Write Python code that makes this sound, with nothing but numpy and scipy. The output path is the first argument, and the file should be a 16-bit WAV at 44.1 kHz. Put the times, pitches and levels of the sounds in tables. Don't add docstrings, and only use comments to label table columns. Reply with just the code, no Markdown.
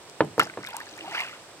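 import sys
import numpy as np
from scipy import signal
from scipy.fft import rfft, irfft
from scipy.io import wavfile

SR = 44100
rng = np.random.default_rng(int(sys.argv[2]) if len(sys.argv) > 2 else 0)


def to_wav(s):
    ch = np.atleast_2d(s).T
    pcm = np.round(np.clip(ch, -1, 1) * 32767)
    wavfile.write(sys.argv[1], SR, pcm.astype(np.int16))


N = 70560
T = np.arange(N) / SR


def from_db(db):
    return 10 ** (np.asarray(db) / 20)


def rms_one(x):
    return x / np.sqrt(np.mean(x ** 2) + 1e-20)


def at_hz(points, hz):
    p = np.array(points)
    return np.interp(np.log(np.maximum(hz, 1)), np.log(p[:, 0]), p[:, 1])


def bins():
    return np.arange(N // 2 + 1) * SR / N


def lowpass(x, hz):
    return signal.sosfilt(signal.butter(2, hz, fs=SR, output="sos"), x)


def bandpass(x, low_hz, high_hz):
    return signal.sosfilt(signal.butter(2, [low_hz, high_hz], "band", fs=SR, output="sos"), x)


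def add(out, start_s, sound):
    i = int(round(start_s * SR))
    out[i:i + len(sound)] += sound[:N - i]


def dying(t, t60_s):
    return np.exp(-np.log(1000) * t / t60_s)


def struck(modes, t):
    out = np.zeros(len(t))
    for k, (hz, db, t60_s) in enumerate(modes):
        out += (-1) ** k * from_db(db) * dying(t, t60_s) * np.sin(2 * np.pi * hz * t)
    return out


# start in seconds, level in dB, contact low-pass in Hz, rattle in dB re the modes' scale.
KNOCK_EVENTS = [(0.2061, -5, 2980, -1.5), (0.38, -13.5, 1210, -0.5), (0.3954, -17.5, 1150, 4),
                (0.5735, -22.5, 1880, 3)]
# frequency in Hz, relative level in dB, t60 in seconds.
HULL_MODES = [(98, -25.5, 0.13), (146, -25, 0.19), (155.3, -26, 0.19), (256.3, -22.5, 0.17),
              (299.5, -17.5, 0.15), (333.6, -24, 0.29), (417.6, -20.5, 0.14), (482, 2.5, 0.017),
              (641, -13, 0.069), (672, -15.5, 0.026), (943, -13.5, 0.047), (1021, -19, 0.093),
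              (1730, -10.5, 0.02), (3035, -28.5, 0.095)]
CRACK_HZ, CRACK_DB, CRACK_T60_S = 1340, 0.5, 0.0043


def hull():
    t = T[:SR // 2]
    out = np.zeros(N)
    body = struck(HULL_MODES, t) + struck([(CRACK_HZ, CRACK_DB, CRACK_T60_S)], t)
    for start_s, db, contact_hz, rattle_db in KNOCK_EVENTS:
        ringing = body + from_db(rattle_db) * rattle(t)
        add(out, start_s, from_db(db) * lowpass(ringing, contact_hz))
    return out


# frequency in Hz, relative level in dB.
RATTLE_SPECTRUM = [(100, -30.5), (200, -25.5), (400, -17.5), (800, -17), (1600, -24.5), (3200, -20.5),
                   (6400, -34), (12000, -43)]
RATTLE_T60_AT_500_HZ_S, RATTLE_T60_POWER = 0.13, -0.62
RATTLE_SWELL_CYCLES = 2.9


def rattle(t):
    out = np.zeros(len(t))
    for hz in 100 * 2 ** np.arange(0, 7.1, .5):
        noise = rng.standard_normal(len(t))
        band = rms_one(bandpass(noise, hz / 2 ** .25, hz * 2 ** .25))
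        swell = 1 - np.exp(-t * hz / RATTLE_SWELL_CYCLES)
        t60_s = RATTLE_T60_AT_500_HZ_S * (hz / 500) ** RATTLE_T60_POWER
        out += from_db(at_hz(RATTLE_SPECTRUM, hz)) * band * swell * dying(t, t60_s)
    return out


BUBBLE_SWELL_CYCLES = 0.69


def bubble(hz, t60_s, rise_oct_per_s):
    t = T[:int(t60_s * SR) + 2]
    glide_hz = hz * (1 + np.log(2) * rise_oct_per_s * t)
    phase = 2 * np.pi * np.cumsum(glide_hz) / SR
    swell = 1 - np.exp(-(t * hz / BUBBLE_SWELL_CYCLES) ** 2)
    return np.sin(phase) * swell * dying(t, t60_s)


# start in seconds, starting pitch in Hz, level in dB, t60 in seconds, initial rise in octaves per second.
BUBBLE_EVENTS = [(0.3959, 2050, -2.5, 0.0062, 26), (0.3968, 1238, -1, 0.022, 35.5),
                 (0.4007, 2864, -7, 0.013, 3), (0.403, 1060, -49, 0.028, 39),
                 (0.4100, 3970, -34, 0.0099, -1), (0.414, 1810, -2, 0.0043, 0),
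                 (0.4235, 810, -22.5, 0.046, 3), (0.441, 5180, -34.5, 0.026, -1),
                 (0.4660, 710, -29, 0.028, -13), (0.473, 1540, -28.5, 0.021, 0),
                 (0.4985, 1540, -31.5, 0.036, -1), (0.498, 2150, -19, 0.0053, 17),
                 (0.5385, 1930, -26, 0.0078, 6), (0.6063, 1230, -39, 0.028, 14),
                 (0.634, 1940, -24.5, 0.0077, 10), (0.6332, 1170, -29, 0.013, 8),
                 (0.6486, 2070, -23, 0.013, 27), (0.6640, 5220, -34.5, 0.015, 11),
                 (0.663, 1570, -47, 0.027, 11), (0.6720, 3600, -25, 0.011, 12),
                 (0.6864, 1005, -33, 0.042, 1), (0.6890, 1500, -29, 0.0095, 8),
                 (0.7095, 666, -29.5, 0.014, 9), (0.7305, 1430, -32, 0.027, 0), (0.73, 2270, -33, 0.014, 0),
                 (0.7304, 872, -36, 0.09, 16), (0.7343, 4860, -33.5, 0.011, 10),
                 (0.7426, 817, -26, 0.058, 17.5), (0.7790, 940, -34.5, 0.12, 18),
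                 (0.804, 1720, -23, 0.014, 18), (0.8123, 1730, -24.5, 0.014, 24),
                 (0.8290, 780, -38, 0.038, 28), (0.926, 330, -40, 0.093, -4.5),
                 (0.9810, 1810, -29.5, 0.012, 10), (0.989, 2370, -29, 0.011, 2),
                 (1.0090, 2840, -25.5, .015, -3), (1.016, 344, -40.5, 0.14, -5),
                 (1.0450, 876, -36.5, 0.15, 6), (1.0770, 730, -27.5, 0.059, 11.5),
                 (1.149, 1510, -12.5, 0.01, 3), (1.1465, 4960, -32, 0.014, 12),
                 (1.1810, 2130, -14, 0.007, 11), (1.1935, 2300, -23, 0.034, 6),
                 (1.2030, 2110, -16, 0.025, -1), (1.2184, 988, -31, 0.061, 10.5),
                 (1.3308, 1315, -35, 0.046, 16)]


def plops():
    out = np.zeros(N)
    for start_s, hz, db, t60_s, rise_oct_per_s in BUBBLE_EVENTS:
        add(out, start_s, from_db(db) * bubble(hz, t60_s, rise_oct_per_s))
    return out


# start in seconds, level in dB, lowest Hz, highest Hz.
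SPLAT_EVENTS = [(0.098, -25, 4040, 9000), (0.248, -30, 7000, 11900), (0.38, -26, 6100, 15200),
                (0.3955, -7.5, 2970, 14800), (0.3983, -21, 5000, 16000), (0.4012, -20, 4000, 15000),
                (0.4045, -14, 4460, 7800), (0.4342, -20.5, 4000, 13100), (0.4535, -22, 4970, 8000),
                (0.4710, -27.5, 4000, 9300), (0.6300, -23.5, 3530, 6000), (0.6433, -23, 3970, 6500),
                (0.6658, -25.5, 4000, 15100), (0.671, -28, 2500, 13100), (0.688, -24.5, 9400, 15100),
                (0.7055, -29.5, 6000, 14000), (0.767, -11.5, 6260, 12200), (0.8020, -28.5, 3960, 13200),
                (0.9778, -28.5, 4040, 15000), (1.1515, -28, 2500, 7100), (1.2047, -20.5, 3050, 11900)]
# frequency in Hz, relative level in dB, t60 in seconds.
SPLAT_MODES = [(5720, -1, 0.001), (6410, -11.5, 0.005), (8480, -1.5, 0.0011), (11040, -7.5, 0.0028),
               (13500, -5, 0.0013)]


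def splats():
    out = np.zeros(N)
    tick = struck(SPLAT_MODES, T[:SR // 20])
    for start_s, db, low_hz, high_hz in SPLAT_EVENTS:
        add(out, start_s, from_db(db) * bandpass(tick, low_hz, high_hz))
    return out


# peak in seconds, bubble level in dB, e-fold rise in seconds, e-fold fall in seconds,
# lowest Hz, highest Hz, bubbles per second (saturates at 1000), spray level in dB.
WASH_EVENTS = [(0.399, -25, 0.0029, 0.022, 1103, 3300, 1100, -32.5),
               (0.401, -39, 0.008, 0.029, 3520, 7420, 800, -38.5),
               (0.672, -41.5, 0.044, 0.072, 1314, 3260, 480, -52),
               (0.760, -46.5, 0.045, 0.22, 630, 2260, 102, -50.5),
               (0.900, -53.5, 0.18, 0.17, 2530, 7300, 170, -75),
               (1.025, -45.5, 0.038, .11, 266, 621, 352, -71), (1.070, -59, .07, 0.1, 110, 187, 140, -66),
               (1.020, -50.5, 0.061, 0.24, 1195, 3200, 100, -71),
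               (1.153, -33, 0.0096, 0.027, 1110, 2640, 1000, -44),
               (1.198, -37.5, 0.099, 0.041, 649, 1454, 540, -40),
               (1.199, -30, 0.048, 0.048, 1723, 2950, 650, -47),
               (1.281, -42, 0.12, 0.054, 1145, 3500, 500, -48.5),
               (1.160, -51, 0.086, 0.14, 4180, 8550, 710, -50)]
WASH_T60_CYCLES, WASH_SPREAD_DB, WASH_MAX_RISE_OCT_PER_S = 39, 20.5, 12


def wash(slots=1600):
    out, spray_power = np.zeros(N), np.zeros(N)
    slot_s = N / SR / slots
    for peak_s, db, rise_s, fall_s, low_hz, high_hz, per_s, spray_db in WASH_EVENTS:
        swell = np.exp(-np.maximum((peak_s - T) / rise_s, (T - peak_s) / fall_s))
        cloud = np.zeros(N)
        for k, (born, when, pitch, size, rise) in enumerate(rng.random((slots, 5))):
            if born < per_s * slot_s:
                hz = low_hz * (high_hz / low_hz) ** pitch
                sound = bubble(hz, WASH_T60_CYCLES / hz, WASH_MAX_RISE_OCT_PER_S * rise)
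                add(cloud, (k + when) * slot_s, from_db(WASH_SPREAD_DB * size) * sound)
        out += from_db(db) * swell * rms_one(cloud)
        spray_power += (from_db(spray_db) * swell) ** 2
    return out + np.sqrt(spray_power) * spray()


# frequency in Hz, relative level in dB.
SPRAY_SPECTRUM = [(1500, -2), (2800, 16), (3700, 7.5), (5000, 3), (7500, -8.5), (9500, -6), (12000, -2),
                  (14000, -12), (16000, -17)]
DROPLETS_PER_S, DROPLET_SPREAD_DB = 3500, 5


def spray():
    size_db = DROPLET_SPREAD_DB * np.minimum(rng.exponential(1, N), 4)
    sizes = from_db(size_db) * rng.choice([-1, 1], N)
    clicks = sizes * (rng.random(N) < DROPLETS_PER_S / SR)
    return rms_one(irfft(rfft(clicks) * from_db(at_hz(SPRAY_SPECTRUM, bins())), N))


def panned(db):
    return from_db(np.array([db, -db]) / 2)


# frequency in Hz, left minus right in dB.
CLOSE_BALANCE = [(100, 0), (700, -1.7), (1400, -1), (2400, -3.6), (4400, 12), (8000, 5.5), (15000, 4)]


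def beside_boat(x, lead_ms):
    sides = rfft(x) * panned(at_hz(CLOSE_BALANCE, bins()))
    shift = np.exp(1j * np.pi * bins() * lead_ms / 1000 * np.array([[1], [-1]]))
    return irfft(sides * shift, N)


BANK_ECHO_DB, BANK_T60_S, BANK_CUT_HZ = -24.5, 0.22, 7500


def bank(x):
    tails = lowpass(rng.standard_normal((2, N)), BANK_CUT_HZ) * dying(T, BANK_T60_S)
    echo = signal.fftconvolve(x[None], rms_one(tails) / np.sqrt(N), axes=1)[:, :N]
    return from_db(BANK_ECHO_DB) * echo


# frequency in Hz, relative level in dB.
RIVER_SPECTRUM = [(25, -5), (60, -13.5), (100, -8), (230, -12), (340, -6), (500, -5.5), (620, -6.5),
                  (850, -7.5), (1300, -11.5), (1900, -13.5), (5500, -17), (6900, -21), (8200, -14),
                  (9300, -25.5), (12000, -29.5), (14500, -36), (16200, -36)]
# frequency in Hz, left-right likeness from -1 to 1.
RIVER_COHERENCE = [(60, 0.96), (150, 0.8), (380, 0.91), (950, 0.83), (2380, 0.26), (5980, -0.39),
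                   (15000, -0.19)]
# frequency in Hz, left minus right in dB.
RIVER_PAN = [(60, 1), (180, -2.5), (550, -1), (1650, -3.5), (4970, -1.5), (15000, 1)]
RIVER_DB, RIVER_WAVER_RMS_DB, RIVER_WAVER_CUT_HZ = -47.5, 0.32, 31


def river():
    mid, side = rfft(rng.standard_normal((2, N)))
    alike = np.clip(at_hz(RIVER_COHERENCE, bins()), -1, 1)
    sides = np.sqrt(1 + alike) * mid + np.sqrt(1 - alike) * side * np.array([[1], [-1]])
    colour = from_db(at_hz(RIVER_SPECTRUM, bins())) * panned(at_hz(RIVER_PAN, bins()))
    noise = irfft(sides * colour, N)
    waver = rms_one(lowpass(rng.standard_normal(N), RIVER_WAVER_CUT_HZ))
    return rms_one(noise) * from_db(RIVER_DB + RIVER_WAVER_RMS_DB * waver)


HULL_LEAD_MS, BLADE_LEAD_MS, STROKE_LEAD_MS = 0.067, 0.1562, 0.13


def scene():
    knocks = hull()
    blade = plops() + splats()
    stroke = wash()
    close = beside_boat(knocks, HULL_LEAD_MS)
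    close += beside_boat(blade, BLADE_LEAD_MS)
    close += beside_boat(stroke, STROKE_LEAD_MS)
    return close + bank(knocks + blade + stroke) + river()


BASS_CUT_HZ, TOP_STOP_HZ, TOP_STOP_DB = 80, 17200, 70


def record(dry):
    thin = signal.sosfilt(signal.butter(2, BASS_CUT_HZ, "high", fs=SR, output="sos"), dry)
    return signal.sosfilt(signal.cheby2(14, TOP_STOP_DB, TOP_STOP_HZ, fs=SR, output="sos"), thin)


dry = scene()
out = record(dry)
to_wav(out)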